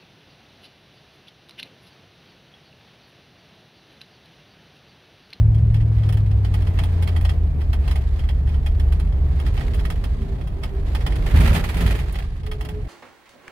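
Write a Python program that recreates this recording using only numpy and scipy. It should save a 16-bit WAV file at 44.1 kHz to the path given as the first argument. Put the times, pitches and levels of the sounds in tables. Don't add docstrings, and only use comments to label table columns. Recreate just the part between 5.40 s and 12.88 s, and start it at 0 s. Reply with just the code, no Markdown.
import sys
import numpy as np
from scipy import signal
from scipy.fft import rfft, irfft, next_fast_len
from scipy.io import wavfile
from scipy.ndimage import uniform_filter1d, map_coordinates

SR = 44100
rng = np.random.default_rng(int(sys.argv[2]) if len(sys.argv) > 2 else 0)


def output_pcm(signal):
    pcm = np.clip(np.atleast_2d(signal).T, -1, 1) * 32767
    wavfile.write(sys.argv[1], SR, np.round(pcm).astype(np.int16))


N = 329868


# time in seconds, firing rate in Hz, level in dB.
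ENGINE_RUN = [(0, 109.3, -11.5), (.48, 108.6, -15), (.75, 104.8, -14.5), (.98, 100.9, -15.5),
              (1.2, 93.6, -18.5), (1.42, 87, -16.5), (1.78, 84.44, -16), (2.12, 76.76, -17.5),
              (2.41, 72.13, -18), (2.96, 71.32, -20), (3.46, 72.44, -17), (3.98, 70.64, -20),
              (4.25, 63.86, -28), (4.55, 56.82, -23), (5.6, 53.7, -26), (6.6, 51.02, -34),
              (7.48, 49.9, -28.5)]
# multiple of the two-turn engine cycle, relative level in dB.
EXHAUST_ORDERS = [(3, -22), (4, -22), (5, -6), (6, -22), (7, -17), (9, -23), (10, -26), (11, -22),
                  (12, -35), (13, -31), (14, -33), (16, -32), (19, -33), (23, -38)]

def exhaust():
    resonance_hz, width_hz, lift_db = 153, 16, 8.5
    firing_hz, drone_db = curves(ENGINE_RUN)
    cycle_hz = firing_hz / 8
    cycle_phase = 2 * np.pi * np.cumsum(cycle_hz) / SR
    drone = np.sin(8 * cycle_phase)
    load_db = np.interp(firing_hz, [55, 72], [-4.5, -.5])
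    for order, db in EXHAUST_ORDERS:
        boom_db = lift_db / (1 + ((order * cycle_hz - resonance_hz) / width_hz) ** 2)
        phase = order * cycle_phase + rng.uniform(0, 2 * np.pi) + 0.13 * wobble(7)
        drone += amp(db + load_db + boom_db + wobble(6)) * np.sin(phase)
    return amp(drone_db) * drone * panned(0.85)


# time in seconds, rumble level in dB.
BUMP_LEVELS = [(0, -20), (.7, -25), (1.3, -22.5), (1.7, -24), (2.2, -23.5), (2.9, -22), (3.55, -20.5),
               (4.3, -20.5), (5.2, -26), (5.8, -19), (6.4, -23), (6.9, -27), (7.4, -29)]
# frequency in Hz, relative level in dB.
RUMBLE_SPECTRUM = [(8, -45.5), (15, -24.5), (21, -38.5), (28, 4), (38, -3.5), (50, 5.5), (62, 1),
                   (80, -6.5), (110, -14.5), (200, -49.5), (400, -85.5)]
FLOOR_SPECTRUM = [(40, -38), (75, 10), (100, 0.5), (125, 1.5), (165, -2), (200, -14), (300, -25.5),
                  (600, -74.5)]

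def body():
    flat_ground_db, drum_per_bump = -24.5, 0.56
    rumble_db, = curves(BUMP_LEVELS)
    drum_db = -30 + drum_per_bump * (rumble_db - flat_ground_db)
    rumble = steadied(in_cab(noise(), RUMBLE_SPECTRUM), seconds=0.13)
    drumming = steadied(in_cab(noise(), FLOOR_SPECTRUM), seconds=0.22)
    return amp(rumble_db) * rumble + amp(drum_db) * drumming


# start in seconds, level in dB.
AXLE_THUMPS = [(5.935, -3.5), (6.029, -10), (6.423, -8.5)]
# start in seconds, level in dB, treble against that level in dB.
MUD_SLAPS = [(5.86, -29, -24.5), (5.907, -33, -27.5), (5.955, -28, -17.5), (6.003, -29.5, -6.5),
             (6.056, -26.5, -21), (6.131, -30, -7), (6.144, -28.5, -14), (6.157, -25, -26),
             (6.239, -26.5, -19.5), (6.288, -28.5, -14.5), (6.341, -32, -16), (6.367, -31, -11),
             (6.406, -27.5, -12.5), (6.46, -26, -17.5), (6.506, -26.5, -25), (6.549, -34.5, -12),
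             (6.589, -32, -24.5)]
# frequency in Hz, relative level in dB.
BOOM_SPECTRUM = [(24, -28), (40, 5), (81, 4), (108, -6.5), (151, -7), (195, -23), (220, -12), (290, -35),
                 (480, -120)]
SPRAY_SPECTRUM = [(470, -13.5), (800, -2.5), (1180, -9), (1350, -6), (1470, -9), (1890, -3), (2340, -7),
                  (2490, -6.5), (3120, -9.5), (4890, -17), (5540, -21.5), (7200, -23), (8790, -22.5),
                  (15000, -24.5), (15800, -36.5)]
TICK_SPECTRUM = [(4000, -32.5), (6700, -7), (7700, -6.5), (8200, -13), (8800, -2), (10400, -1),
                 (11500, -5.5), (13800, -11.5), (14900, -0.5), (16000, -13)]

def rut_impacts():
    t = np.arange(SR // 3)[None] / SR
    thump = decay(t, t60=.48) * (1 - np.exp(-t / 0.017))
    slap = decay(t, t60=.14) * (1 - np.exp(-t / 0.0026))
    thumps, slaps, spatter = np.zeros((3, 1, N))
    for start, db in AXLE_THUMPS:
        add(thumps, start, amp(db) * thump)
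    for start, db, treble_db in MUD_SLAPS:
        add(slaps, start, amp(db) * slap)
        add(spatter, start, amp(db + treble_db) * slap)
    boom = thumps * steadied(in_cab(noise(), BOOM_SPECTRUM), seconds=0.035)
    return boom + slaps * in_cab(noise(), SPRAY_SPECTRUM) + spatter * in_cab(noise(), TICK_SPECTRUM)


# time of full level and hold in seconds, level in dB.
AXLE_WADES = [(5.962, 0.21, 1.5), (6.413, 0.096, -2)]

def wading(db, attack_s, t60):
    t, power = np.arange(N) / SR, np.zeros(N)
    for full_at, hold, axle_db in AXLE_WADES:
        rise = np.exp(np.minimum(t - full_at, 0) / attack_s)
        fall = decay(np.maximum(t - full_at - hold, 0), t60)
        power += (amp(db + axle_db) * rise * fall) ** 2
    return np.sqrt(power)


# frequency in Hz, relative level in dB.
WASH_SPECTRUM = [(100, -33), (170, 3), (198, -11.5), (441, -11.5), (488, -18), (641, -15.5), (698, -29),
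                 (1300, -23), (1690, -29), (2860, -120)]

def puddle():
    boom = steadied(in_cab(noise(), BOOM_SPECTRUM), seconds=0.031)
    wash = in_cab(patter(per_s=240, spread_db=5.5, life_s=0.027), WASH_SPECTRUM)
    spray = in_cab(patter(per_s=340, spread_db=4.3, life_s=0.006), SPRAY_SPECTRUM)
    return (boom * wading(db=-22, attack_s=0.074, t60=0.31)
            + wash * wading(db=-28, attack_s=0.093, t60=0.64)
            + spray * wading(db=-33, attack_s=0.048, t60=0.53))


# time in seconds, level in dB, treble in dB.
JOLT_CLACKS = [(0.1468, -40.5, -59.5), (0.3436, -32.5, -52), (0.4076, -39, -68.5), (0.634, -36.5, -62),
               (0.69, -31, -48.5), (0.7255, -30.5, -45.5), (0.7717, -35, -52.5), (0.9133, -37.5, -64),
               (1.0478, -30.5, -53), (1.1408, -27.5, -45), (1.2217, -36.5, -55.5), (1.2715, -32.5, -52.5),
               (1.3892, -25, -46), (1.4371, -27.5, -44.5), (1.6251, -27.5, -44.5), (1.6754, -27, -47),
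               (1.7632, -29, -46.5), (1.8112, -35, -48.5), (1.8504, -26, -48), (1.8938, -27.5, -48),
               (2.216, -39, -57), (2.3313, -27.5, -46), (2.4783, -28.5, -48), (2.5119, -26.5, -46),
               (2.558, -29, -46), (2.793, -34, -55.5), (2.8897, -28.5, -51), (3.0745, -38, -59.5),
               (3.2629, -28.5, -46.5), (3.3976, -33, -48.5), (3.524, -30.5, -49), (3.5985, -33, -49.5),
               (3.9996, -33, -51.5), (4.0646, -29, -50), (4.1762, -29, -57), (4.3444, -38.5, -47),
               (4.3938, -32, -54.5), (4.4527, -28, -45), (4.5022, -26.5, -42.5), (4.6404, -29, -46),
               (5.0736, -37.5, -54), (5.2356, -26.5, -44), (5.5503, -26.5, -44.5), (5.609, -33, -56),
               (5.665, -22, -43), (5.7573, -32, -48.5), (6.7246, -45.5, -45.5), (6.7447, -37.5, -59.5),
               (6.7875, -30, -49.5), (7.0642, -32.5, -52.5), (7.1152, -29, -48), (7.21, -30, -47),
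               (7.2499, -35, -51), (7.289, -32, -48)]
# frequency in Hz, level in dB, t60 in seconds, left over right in dB.
FITTING_MODES = [(1250, -9, .1, -5), (1560, -10, .09, -6), (1880, -2, .11, -11), (2180, -3.5, .1, -9),
                 (2520, -5, .1, -5), (2660, -4, .07, -1), (3035, -4, .09, -2), (3240, -1.5, .09, -1),
                 (4220, -12, .07, 1), (5130, -11, .06, 2), (6750, -18, .06, 0), (7720, -17, .06, 7),
                 (9040, -17, .06, -6), (10000, -15, .06, -3), (10400, -15, .06, -1), (14750, -18, .05, 0)]
# frequency in Hz, relative level in dB.
CRACK_SPECTRUM = [(250, -35), (600, 5.5), (850, 4.5), (1500, -4), (2000, 1.5), (3300, .5), (3800, -5.5),
                  (5200, -7), (6000, -19), (8000, -19.5), (12000, -38)]

def loose_fitting():
    def contact(age):
        return decay(age, t60=.046) * (1 - np.exp(-(age / .0018) ** 2))
    ring_db, crack_db, tick_db = -18, -2.5, 4.5
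    t = np.arange(SR // 7) / SR
    hz, mode_db, t60, lean_db = np.transpose(FITTING_MODES)
    ring_onset = 1 - np.exp(-(t / 0.00033) ** 2)
    rings, cracks, ticks = np.zeros((3, 2, N))
    for time, db, treble_db in list(JOLT_CLACKS) + chatter():
        touch = time - .002
        strike = amp(mode_db + 3.35 * rng.standard_normal(len(hz))) * panned(lean_db)
        pitch = hz * (1 + 0.0033 * rng.standard_normal(len(hz)))
        phase = rng.uniform(0, 2 * np.pi, (2, len(hz), 1))
        modes = decay(t, t60[:, None]) * np.sin(2 * np.pi * pitch[:, None] * t + phase)
        ring = (strike[..., None] * modes).sum(1) * ring_onset
        rebound_age = np.maximum(t - rng.uniform(0.0037, 0.022), 0)
        envelope = np.hypot(contact(t), 0.27 * contact(rebound_age))
        add(rings, touch, amp(db + ring_db) * ring)
        add(cracks, touch, amp(db + crack_db) * envelope * panned(rng.normal(-0.068, .9)))
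        add(ticks, touch, amp(treble_db + tick_db) * envelope * panned(-.6))
    return rings + cracks * in_cab(noise(), CRACK_SPECTRUM) + ticks * in_cab(noise(), TICK_SPECTRUM)


# time in seconds, tread hiss in dB.
MUD_LEVELS = [(.2, -59.5), (.65, -52.5), (.9, -58), (1.2, -51.5), (1.7, -51), (2.15, -58), (2.55, -51),
              (2.95, -55.5), (3.55, -54), (3.75, -59.5), (4.08, -47), (4.45, -49.5), (4.75, -52.5),
              (5.18, -58), (5.7, -45.5), (6.55, -48.5), (6.82, -47), (6.94, -55.5)]

def chatter(per_s=3.5, scatter_db=2.5, count=80):
    times = (np.arange(count) + rng.random(count)) / per_s
    levels = np.interp(times, *np.transpose(MUD_LEVELS)) + scatter_db * rng.uniform(-1, 1, count)
    return [(time, db + 14.5, db - 8.5) for time, db in zip(times, levels) if time < N / SR]


# time in seconds, roar on plain wet ground in dB.
ROLLING_LEVELS = [(0, -42), (2, -40), (2.9, -43), (3.9, -40), (4.8, -42), (5.7, -39.5), (6.5, -41),
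                  (6.85, -47.5), (7.4, -43)]
# frequency in Hz, relative level in dB.
ROAR_SPECTRUM = [(120, -26), (190, -2), (235, 3), (310, 0.5), (360, -0.5), (400, 2), (490, -3.5), (560, -8),
                 (650, -5), (900, -12), (1300, -18), (2500, -24), (6000, -41.5)]
HISS_SPECTRUM = [(530, -22), (900, -3), (1270, -2), (1470, -14.5), (1600, -1), (2100, -6.5), (2650, -10.5),
                 (3210, -8.5), (4500, -10.5), (5600, -18.5), (10500, -24), (15800, -45.5)]

def tyres():
    wet_ground_db, roar_per_mud, drops_per_mud = -55.5, 0.28, 0.36
    hiss_db, = curves(MUD_LEVELS)
    rolling_db, = curves(ROLLING_LEVELS)
    mud_db = hiss_db - wet_ground_db
    roar_db = rolling_db + roar_per_mud * mud_db + wobble(16)
    drops_db = hiss_db - 5 + drops_per_mud * mud_db
    roar = in_cab(noise(), ROAR_SPECTRUM)
    fizz = in_cab(patter(per_s=300, spread_db=3, life_s=0.012), HISS_SPECTRUM)
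    drops = in_cab(patter(per_s=90, spread_db=4.5, life_s=0.005), SPRAY_SPECTRUM)
    return amp(roar_db) * roar + amp(hiss_db) * fizz + amp(drops_db) * drops


# start and length in seconds, pitch in Hz, level in dB.
PUMP_MOANS = [(4.82, .14, 392, -41), (4.76, 0.171, 220, -38), (5.19, 0.081, 394, -45.5),
              (5.33, 0.11, 390, -40.5), (7.08, .31, 425, -40)]

def steering_pump(fade_s=0.045, flat_hz=12):
    t, moan = np.arange(N) / SR, np.zeros(N)
    for start, length, hz, db in PUMP_MOANS:
        effort = np.clip(1 + np.minimum(t - start, start + length - t) / fade_s, 0, 1)
        pitch = hz - flat_hz * (1 - effort) + 3 * wobble(25)
        moan += effort * amp(db + 2.9 * wobble(22)) * np.sin(2 * np.pi * np.cumsum(pitch) / SR)
    return moan * panned(.5)


# frequency in Hz, level in dB.
WHINE_TONES = [(7440, -91.5), (9300, -81), (11160, -88), (13020, -89), (14880, -85.5)]

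def electrical_whine():
    t = np.arange(N) / SR
    return sum(amp(db) * np.sin(2 * np.pi * hz * t + .6 * wobble(40)) for hz, db in WHINE_TONES)


# frequency in Hz, t60 in seconds.
CAB_DECAY = [(200, 0.24), (2000, 0.055), (6000, 0.074), (15000, 0.06)]

def cab_reverb(x):
    hz, t, spectra = signal.stft(rng.standard_normal((2, SR // 4)), SR, nperseg=256)
    _, tail = signal.istft(spectra * decay(t, along(CAB_DECAY, hz)[:, None]), SR, nperseg=256)
    return signal.fftconvolve(x, tail / np.linalg.norm(tail[0]), axes=1)[:, :N]


# frequency in Hz, correlation from 0 to 1.
MIC_LIKENESS = [(60, 1), (170, 0.96), (350, 0.54), (700, 0.48), (1400, 0.064), (8000, 0.0097)]
# frequency in Hz, left over right in dB.
MIC_BALANCE = [(60, -2.3), (110, 1), (200, 1.5), (380, 0.5), (700, 0.0), (1290, -3.5), (2380, -6.5),
               (4400, 0.5), (8120, 1), (15000, -2)]

def in_cab(pair, spectrum):
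    def response(hz):
        spread = np.arccos(np.clip(along(MIC_LIKENESS, hz), -1, 1)) / 2
        return amp(along(spectrum, hz)) * [np.cos(spread), np.sin(spread)]
    mid, side = filtered(pair, response)
    left_right = np.array([mid + side, mid - side])
    return unit(filtered(left_right, lambda hz: panned(along(MIC_BALANCE, hz))))


def patter(per_s, spread_db, life_s):
    hits = rng.random(N) < per_s / SR
    sizes = amp(spread_db * np.clip(rng.standard_normal(N), -2, 2))
    power = signal.lfilter([1], [1, -np.exp(-2 / (life_s * SR))], hits * sizes ** 2)
    return unit(np.sqrt(power) * noise())


def noise():
    return rng.standard_normal((2, N))


def steadied(x, seconds):
    power = uniform_filter1d(np.mean(x ** 2, 0), int(seconds * SR))
    return x / np.sqrt(np.abs(power) + 0.014)


def wobble(rate):
    return map_coordinates(rng.standard_normal(int(N * rate / SR) + 4), [np.arange(N) * rate / SR])


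def amp(db):
    return 10 ** (np.asarray(db) / 20)


def decay(t, t60):
    return amp(-60 * t / t60)


def unit(x):
    return x / np.sqrt(np.mean(x ** 2) + 1e-20)


def along(points, hz):
    knots_hz, values = np.transpose(points)
    return np.interp(np.log(hz + 1), np.log(knots_hz + 1), values)


def curves(rows):
    times, *columns = np.transpose(rows)
    return [np.interp(np.arange(N) / SR, times, column) for column in columns]


def filtered(x, response):
    size = next_fast_len(N + SR // 4)
    return irfft(rfft(x, size) * response(np.fft.rfftfreq(size, 1 / SR)), size)[..., :N]


def panned(lean_db):
    return amp(np.array([np.atleast_1d(lean_db), -np.atleast_1d(lean_db)]) / 2)


def add(track, start, sound):
    span = track[:, max(round(start * SR), 0):][:, :sound.shape[-1]]
    span += sound[:, :span.shape[-1]]


def scene():
    clacks = loose_fitting()
    foreground = exhaust() + body() + rut_impacts() + puddle() + clacks + cab_reverb(clacks)
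    return foreground + tyres() + steering_pump() + electrical_whine()


def record(dry):
    ceiling, top_hz, left_lag_s = .95, 15780, .00009
    rounded = dry / (1 + np.abs(dry / ceiling) ** 8) ** (1 / 8)
    def response(hz):
        return (hz < top_hz) * np.exp(np.outer([-1j, 1j], np.pi * hz * left_lag_s))
    return filtered(rounded, response)


dry = scene()
out = record(dry)
output_pcm(out)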